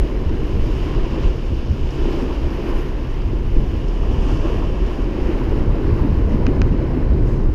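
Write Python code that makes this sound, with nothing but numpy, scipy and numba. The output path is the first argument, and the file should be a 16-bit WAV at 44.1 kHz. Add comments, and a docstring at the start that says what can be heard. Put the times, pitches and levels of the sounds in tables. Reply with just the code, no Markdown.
"""Wind buffets a microphone port on a rocky shore while swell booms, washes, foams and hisses over the rocks.
Wind is coloured noise pushed by gusts; the sea is noise and bursting bubbles moved by waves, band by band.
Droplets puff, hollows gulp low gliding tones, and single eddies thump the port late on.
A faint far hum wavers underneath, and a reel ticks twice close by as a cluster of short ringing modes."""
import sys
import numpy as np
from scipy import signal
from scipy.fft import rfft, irfft, next_fast_len
from scipy.io import wavfile
from scipy.ndimage import uniform_filter1d
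from numba import njit

SR = 44100
rng = np.random.default_rng(int(sys.argv[2]) if len(sys.argv) > 2 else 0)


def field_ratio(decibels):
    """Amplitude ratio for a level in dB (20 dB per decade); scalars and array-likes work."""
    return 10 ** (np.asarray(decibels, dtype=float) / 20)


def store_wav(level_fs):
    """Save 16-bit WAV to argv[1]."""
    pcm = np.round(np.clip(np.atleast_2d(level_fs), -1, 1) * 32767)
    wavfile.write(sys.argv[1], SR, pcm.T.astype(np.int16))


N = 332514  # samples


def colour(x, points):
    """Shape a spectrum by (f/Hz, level/dB) points, silent outside them, and bring it to rms 1."""
    hz, db = np.transpose(points)
    size = next_fast_len(len(x))
    f = np.maximum(np.arange(size // 2 + 1) * SR / size, 1)
    gain = field_ratio(np.interp(np.log(f), np.log(hz), db, -120, -120))
    y = irfft(rfft(x, size) * gain, size)[:len(x)]
    return y / y.std()


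def columns(table):
    """Draw each column of a time curve as one value per sample."""
    s, *rest = np.transpose(table)
    return [np.interp(np.arange(N) / SR, s, c) for c in rest]


def walk(rate):
    """Random levels held for 1 / rate seconds and smoothed twice; spread 1."""
    hold = int(SR / rate)
    steps = np.repeat(rng.standard_normal(N // hold + 1), hold)
    w = uniform_filter1d(uniform_filter1d(steps, hold), hold)[:N]
    return w / w.std()


@njit
def ring(out, start, hz, t60, glide, size):
    """Add decaying tones whose pitch is multiplied by glide on each sample."""
    for j in range(len(start)):
        w, a, phase = 2 * np.pi * hz[j] / SR, size[j], 0.
        fade = np.exp(-np.log(1000) / (t60[j] * SR))
        for i in range(start[j], min(len(out), start[j] + int(t60[j] * SR))):
            out[i] += a * np.sin(phase)
            phase += w
            w *= glide[j]
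            a *= fade
    return out


def eddies(points, settle_s):
    """Turbulent pressure noise, its strength evened out over settle_s so that the wind curves set it."""
    x = colour(rng.standard_normal(N), points)
    span = int(settle_s * SR)
    return x / np.sqrt(uniform_filter1d(uniform_filter1d(x ** 2, span), span))


def gusts():
    """Each gust bends the buffet and flutter levels by a short bell in dB, mostly upwards."""
    # sudden gusts against the steady wind: t/s, buffet change/dB, flutter change/dB
    gust_rows = [(0.017, 8, 19), (0.26, 4.5, 12), (0.55, 1, 8), (0.64, 4.5, -2), (1.01, 12, 2),
                 (1.27, 12, 6), (1.53, 2, 4.5), (1.72, 2, 14.5), (1.84, 14, 11.5), (2.03, 3.5, -5),
                 (2.46, 11, 10), (2.76, 11, 5), (3.28, -0.5, 6), (3.57, 10, 1.5), (3.91, 4.5, -9),
                 (4.02, 4, 1), (4.7, 0, 4.5), (4.85, 3.5, -2), (5.04, 2, 8), (5.13, -5, 1), (5.24, 2, 0),
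                 (5.71, 3.5, 9.5), (5.92, -1, 5), (6.4, 6, 0), (7.05, 9, -1.5), (7.46, 1.5, -0.5)]
    spread_s = 0.023  # standard deviation of the bell
    s, *rise_db = np.transpose(gust_rows)
    t = np.arange(0, N, 32) / SR
    bell = np.exp(-((t - s[:, None]) / spread_s) ** 2 / 2)
    return np.array([np.interp(np.arange(N) / SR, t, db) for db in np.array(rise_db) @ bell])


def wind():
    """Large eddies buffet the port; smaller ones flutter on top and come in quicker puffs."""
    # steady wind on the port, before gusts: t/s, buffet level/dB, flutter level/dB
    steady = [(0.0, -21, -33), (0.7, -18, -23.5), (1.2, -21, -26.5), (1.6, -21.5, -27), (1.9, -25.5, -29),
              (2.05, -18, -29), (2.55, -23, -31), (3.15, -20, -29.5), (3.5, -18.5, -25), (3.95, -22, -25),
              (4.2, -15, -23), (4.75, -19, -26.5), (4.9, -18.5, -32), (5.5, -18.5, -22),
              (5.85, -17.5, -24.5), (6.1, -17.5, -18), (6.7, -16.5, -20), (6.92, -22, -19.5),
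              (7.15, -16.5, -16.5), (7.54, -15.5, -23)]
    # spectrum of the large eddies: f/Hz, relative level per Hz/dB
    buffet_colour = [(7.1, -42), (12, 0), (37, 8), (70, -4), (91, -33), (150, -120)]
    # spectrum of the small eddies: f/Hz, relative level per Hz/dB
    flutter_colour = [(32, -37), (55, -1.5), (133, -9), (172, -16), (220, -17.5), (290, -34), (480, -120)]
    buffet_db, flutter_db = np.array(columns(steady)) + gusts()
    buffet = field_ratio(buffet_db + 0.82 * walk(12)) * eddies(buffet_colour, settle_s=0.11)
    flutter = field_ratio(flutter_db + 1.7 * walk(14)) * eddies(flutter_colour, settle_s=0.19)
    return buffet + flutter


def bubbles(count, low_hz, high_hz, cycles, scatter_db):
    """Bursting bubbles: short tones that glide up a little; a few are much louder."""
    when, pitch, big = rng.random((count, 3)).T
    hz = low_hz * (high_hz / low_hz) ** pitch
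    t60 = cycles / hz
    size = field_ratio(-scatter_db * np.log(1.002 - big)) * hz / low_hz  # equal energy per Hz
    glide = 1.18 ** (1 / (t60 * SR))
    out = ring(np.zeros(N), (when * N).astype(np.int64), hz, t60, glide, size)
    return out / out.std()


def surge(hz):
    """Level/dB at one pitch: waves swell as a bell, drain away and add their power to the backwash."""
    # waves that break on the rocks: crest t/s, rise time/s, fall time/s,
    # then relative boom, wash, foam, hiss and spray level/dB
    wave_rows = [(0.2, 0.65, 0.36, -1, 0, -3.5, -3.5, 0), (0.78, 0.26, 0.17, -4, 0.5, 3.5, 3.5, 3),
                 (1.0, 0.17, .18, -3, 4, 3, -2, -8), (1.25, 0.14, 0.066, 1.5, 1, 7.5, 1.5, -1),
                 (1.92, 0.09, 0.11, -4.5, -9.5, 4, 2.5, 0), (2.15, 0.16, 0.3, 4.5, 4, 6, 5.5, 3.5),
                 (2.55, .08, .1, -14, -1, -3, -9, 3), (2.7, 0.096, 0.1, 2.5, 4, 7.5, 2, 6),
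                 (2.82, .07, 0.075, -4.5, -2, -4.5, -1.5, 3.5), (3.6, 0.04, 0.1, 1.5, -1, -4, -7, -1.5),
                 (4.06, 0.049, 0.13, -1.5, 0, 0.5, 0, -8.5), (4.36, 0.19, 0.14, 1, 5, 7.5, 9, -1),
                 (4.5, 0.064, 0.18, 2.5, 4, 6.5, 3, 0.5), (4.95, 0.15, 0.43, -1, -1.5, 2.5, 1.5, -2.5),
                 (5.36, 0.11, 0.65, 3, 0.5, -1, -4.5, 0.5), (5.7, 0.15, 0.25, 2.5, -3.5, -8, -8, -5.5),
                 (6.0, .1, 0.27, -2.5, -2, -5.5, -2.5, -3), (6.48, 0.19, 0.23, 3.5, 4, -2.5, -2.5, -2),
                 (6.97, 0.19, 0.28, 3.5, -1, -4, -6, -9.5), (7.3, 0.052, 0.091, 1, 0.5, -8, 4.5, -2)]
    # backwash between the waves: t/s, then relative boom, wash, foam, hiss and spray level/dB
    backwash = [(0.0, 3, -2, 3, 2.5, 0), (1.6, -0.4, 0.5, 5, 4, 0.5), (3.3, -1.3, 0.5, 2, 0.5, 0),
                (3.9, 1.9, 1, 5.5, 3, 0.84), (5.7, 1.9, 5, 0.5, 1, 0), (6.9, 4.5, 1, -1, -2.5, -1),
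                (7.54, 0.3, 1.5, -5, -0.5, -2)]
    # layer that rules each pitch: f/Hz, layer
    # (0 boom, 1 wash, 2 foam, 3 hiss, 4 spray; fractions blend two)
    layer_map = [(400, 0), (1000, 1), (2800, 2), (4500, 2.3), (8000, 3), (11000, 4)]
    # a dip between wash and foam that opens and fills again: t/s, level at its centre/dB
    dip_curve = [(0.0, 2), (1.4, -3), (1.8, -3), (2.5, 0.5), (3.0, 2), (4.5, -4), (5.3, 4), (6.0, 3.5),
                 (7.54, 5)]
    dip_hz, dip_octaves = 1800, 0.28
    t = np.arange(0, N, 64) / SR
    layer_hz, layer = np.transpose(layer_map)
    position = np.interp(np.log(hz), np.log(layer_hz), layer)
    share = np.clip(1 - abs(position - np.arange(5)), 0, 1)
    waves, back = np.array(wave_rows), np.array(backwash)

    crest, rise, fall = waves.T[:3, :, None]
    swell = ((t - crest) / rise) ** 2
    drain = (abs(t - crest) / fall) ** 1.33
    shape = np.exp(-np.where(t < crest, swell, drain))

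    back_power = field_ratio(np.interp(t, back[:, 0], back[:, 1:] @ share)) ** 2
    power = back_power + field_ratio(waves[:, 3:] @ share) ** 2 @ shape
    dip_db = np.interp(t, *np.transpose(dip_curve)) * np.exp(-(np.log2(hz / dip_hz) / dip_octaves) ** 2)
    # only the movement around the mean power counts
    return np.interp(np.arange(N) / SR, t, 10 * np.log10(power / power.mean()) + dip_db)


def sea():
    """Noise and bubbles in half-octave bands: each follows the surge and flickers on its own."""
    # the sea through the case, whose cavity lifts some bands: f/Hz, relative level per Hz/dB
    sea_colour = [(100, -28), (170, -5.5), (350, 1), (480, -8), (750, -19), (1030, -17), (1250, -24.5),
                  (1750, -26.5), (2060, -28.5), (2450, -28), (2700, -26.5), (3000, -26.5), (3350, -34.5),
                  (4500, -38), (4850, -36), (5100, -37.5), (5400, -38), (5750, -42), (6600, -44.5),
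                  (7700, -53), (9900, -75)]
    # spectrum of the fine spray: f/Hz, relative level per Hz/dB
    spray_colour = [(6500, -25), (7600, -5.5), (8800, -2.5), (10200, 0), (11500, -1), (13000, -1.5),
                    (15300, -5.5), (16500, -30)]
    large = bubbles(count=12000, low_hz=500, high_hz=8000, cycles=14, scatter_db=2.1)
    water = rng.standard_normal(N) + field_ratio(-10) * large
    fine = bubbles(count=4000, low_hz=7000, high_hz=15000, cycles=12, scatter_db=2.2)
    mist = rng.standard_normal(N) + field_ratio(-11) * fine
    body = rfft(colour(water, sea_colour) * field_ratio(-26) + colour(mist, spray_colour) * field_ratio(-66.5))
    octave = np.log2(np.maximum(np.arange(len(body)) * SR / N, 1))
    splash = walk(28)  # moves all the bands together
    out = 0
    for centre in np.arange(7, 14.5, .5):  # log2 of Hz
        band = irfft(body * np.clip(1 - 2 * abs(octave - centre), 0, 1), N)
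        shared_db = 0.15 * max(centre - 8.5, 0)  # the treble splashes most
        lumps_db = 0.44 + 0.5 * max(9.5 - centre, 0)  # the bass comes in lumps
        fizz_db = 0.25 + 0.3 * max(centre - 12.5, 0)  # the top fizzes quickly
        flicker_db = shared_db * splash + lumps_db * walk(12) + fizz_db * walk(35) + 0.2 * walk(6)
        out = out + band * field_ratio(surge(2 ** centre) + flicker_db)
    return out


def valleys(x):
    """Deepen or fill narrow valleys in the colour of the sea over time."""
    # valleys: f/Hz, width/octaves, share of the change (applied to amplitude gain minus 1)
    valley_rows = [(1500, 0.078, 0.71), (2050, .07, 0.81), (3900, 0.091, 1.1), (4430, 0.079, .7),
                   (5100, .04, .6)]
    # they deepen under the big breaker and fill later: t/s, level at the centre of a full share/dB
    depth_curve = [(0.0, 0), (2.2, -2.3), (3.5, -1), (4.3, -6.5), (4.75, -4), (5.3, 0), (7.54, 2)]
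    hz, width, share = np.array(valley_rows).T[:, :, None]
    octave = np.log2(np.maximum(np.arange(N // 2 + 1) * SR / N, 1) / hz)
    weight = (share * np.exp(-(octave / width) ** 2)).sum(axis=0)
    inside = irfft(rfft(x) * weight, N)
    return x + (field_ratio(columns(depth_curve)[0]) - 1) * inside


def hum():
    """A faint low tone from far off that wavers in pitch and level."""
    centre_hz, rms_db = 135.8, -37
    phase = 2 * np.pi * np.cumsum(centre_hz + 1.22 * walk(3)) / SR
    return np.sqrt(2) * field_ratio(rms_db + 0.93 * walk(2.7)) * np.sin(phase)


def puffs(table, points, fade_s):
    """Each row is a soft puff of coloured noise that decays with time constant fade_s."""
    kicks = np.zeros(N)
    s, db = np.transpose(table)
    kicks[(s * SR).astype(int)] = field_ratio(db)
    fade = signal.lfilter([1], [1, -np.exp(-1 / (fade_s * SR))], kicks)
    soft = uniform_filter1d(fade, size=64)  # blunts the start
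    return soft * colour(rng.standard_normal(N), points)


def drops():
    """Droplets in the foam, finer specks in the spray and dense splashes, all as puffs of noise."""
    # droplets and slaps that stand out of the foam: t/s, puff level/dB
    drop_rows = [(0.6664, -46), (1.715, -46), (1.906, -42), (3.8821, -42)]
    # their spectrum: f/Hz, relative level per Hz/dB
    drop_colour = [(2500, -30), (3500, -17), (5000, 4), (7000, -10), (8500, -24), (15000, -32)]
    # fine specks that fizz in the top: t/s, puff level/dB
    speck_rows = [(1.355, -63), (1.997, -62), (2.105, -59), (2.69, -58), (2.815, -59), (3.474, -61),
                  (5.44, -60)]
    # their spectrum: f/Hz, relative level per Hz/dB
    speck_colour = [(8000, -30), (10000, -3), (12000, -1), (15000, 0), (16000, -28)]
    # dense wet splashes at the foot of a breaker: t/s, puff level/dB
    splash_rows = [(2.18, -34), (2.3, -34), (2.702, -36), (4.03, -38), (4.21, -37), (4.457, -30.5),
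                   (4.5, -33), (4.62, -34), (5.987, -33)]
    # their spectrum: f/Hz, relative level per Hz/dB
    splash_colour = [(650, -27), (850, -2), (1030, 2), (1200, -5), (1600, -32)]
    droplets = puffs(drop_rows, drop_colour, fade_s=0.004)
    specks = puffs(speck_rows, speck_colour, fade_s=0.009)
    return droplets + specks + puffs(splash_rows, splash_colour, fade_s=0.02)


def slaps():
    """Water shuts air into hollows of the rock: each pocket gulps a low tone that sags, holds or rises."""
    # gulps: t/s, tone level before the band filter/dB, starting f/Hz,
    # length to -60 dB/cycles of the starting pitch, end pitch/start pitch
    slap_rows = [(2.055, -15, 344, 25, .88), (2.135, -16, 336, 50, 0.81), (2.075, -18, 310, 22, .88),
                 (2.228, -12, 258, 20, 1), (2.753, -18.5, 250, 20, 1), (3.331, -13.5, 344, 23, 0.79),
                 (3.564, -14, 303, 17, .88), (4.501, -19, 453, 24, 1), (4.45, -13, 330, 18, 1.1),
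                 (4.985, -13, 277, 24, 0.8), (5.29, -9.5, 332, 30, 0.82), (5.33, -16, 297, 24, .88),
                 (5.535, -12.5, 333, 19, 0.8), (6.046, -10.5, 284, 19, .88), (6.342, -9.5, 240, 14, 0.73),
                 (6.477, -8.5, 230, 32, 9.15), (6.745, -8.5, 234, 14, .88), (6.972, -6.5, 282, 14, 0.75)]
    s, db, hz, cycles, glide = np.transpose(slap_rows)
    t60 = cycles / hz
    gulps = ring(np.zeros(N), (s * SR).astype(np.int64), hz, t60, glide ** (1 / (t60 * SR)), field_ratio(db))
    blunt = signal.butter(2, [170, 520], "band", fs=SR, output="sos")  # softens the start
    return signal.sosfilt(blunt, gulps)


def thumps():
    """Single eddies thump the port in the strongest wind: each is a blunt push and a swing back."""
    # thumps: t/s, tone level before the low-pass/dB, f/Hz
    thump_rows = [(6.452, -6.5, 110), (6.538, -10, 135), (6.649, -9, 120), (6.722, -7, 110),
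                  (6.787, -7, 145), (6.854, -10, 115), (7.144, -9, 95), (7.245, -3, 120), (7.339, -14, 100)]
    s, db, hz = np.transpose(thump_rows)
    t60 = 4 / hz  # four cycles
    push = ring(np.zeros(N), (s * SR).astype(np.int64), hz, t60, np.ones(len(s)), field_ratio(db))
    return signal.sosfilt(signal.butter(2, 330, fs=SR, output="sos"), push)


def reel():
    """The pawl snaps, rings the modes of the reel body for a moment and bounces once, duller."""
    # modes of the reel: f/Hz, relative level/dB, t60/s
    mode_rows = [(1120, 0, .0083), (1570, -1.5, .011), (1860, -7, .011), (2480, 1, .0095),
                 (3020, -10.5, .0115), (4100, -8.5, .008), (4980, -9.5, .009), (5380, -14.5, .009),
                 (5960, -12.5, .010), (6700, -17, .008), (8800, -36, .004)]
    # ticks: t/s, peak of the snap/dB, extra brightness/dB per octave around 2 kHz
    tick_rows = [(6.4665, -14.5, -1.5), (6.6170, -13.2, -.5)]
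    rebound_s, rebound_db, rebound_dull = .0031, -21, -4  # dull in dB per octave
    build_cycles = .6  # each mode swells for part of its own cycle, so the treble speaks first
    hz, db, t60 = np.array(mode_rows).T[:, :, None]
    t = np.arange(SR // 20) / SR
    build = 1 - np.exp(-(t * hz / build_cycles) ** 2)
    modes = np.sin(2 * np.pi * hz * t) * field_ratio(-60 * t / t60) * build
    modes[1::2] *= -1  # neighbouring modes swing in opposite directions
    out = np.zeros(N)
    for s, peak_db, bright_db in tick_rows:
        for late, soft_db, dull_db in ((0, 0, 0), (rebound_s, rebound_db, rebound_dull)):
            tilt_db = (bright_db + dull_db) * np.log2(hz / 2000)
            shape = (field_ratio(db + tilt_db) * modes).sum(axis=0)
            out[int((s + late) * SR):][:len(t)] += shape / abs(shape).max() * field_ratio(peak_db + soft_db)
    return out


def scene():
    """All sources meet at one port, in mono."""
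    shore = wind() + valleys(sea()) + hum() + drops()
    return (shore + slaps() + thumps() + reel())[None]


def roll_off(x):
    """The treble ends steeply here."""
    return signal.sosfilt(signal.butter(12, 15300, fs=SR, output="sos"), x)


def record(dry):
    """Soft saturation rounds the loudest gusts a little."""
    mix = np.tanh(0.79 * dry) / 0.81
    return roll_off(mix)


dry = scene()
out = record(dry)
store_wav(out)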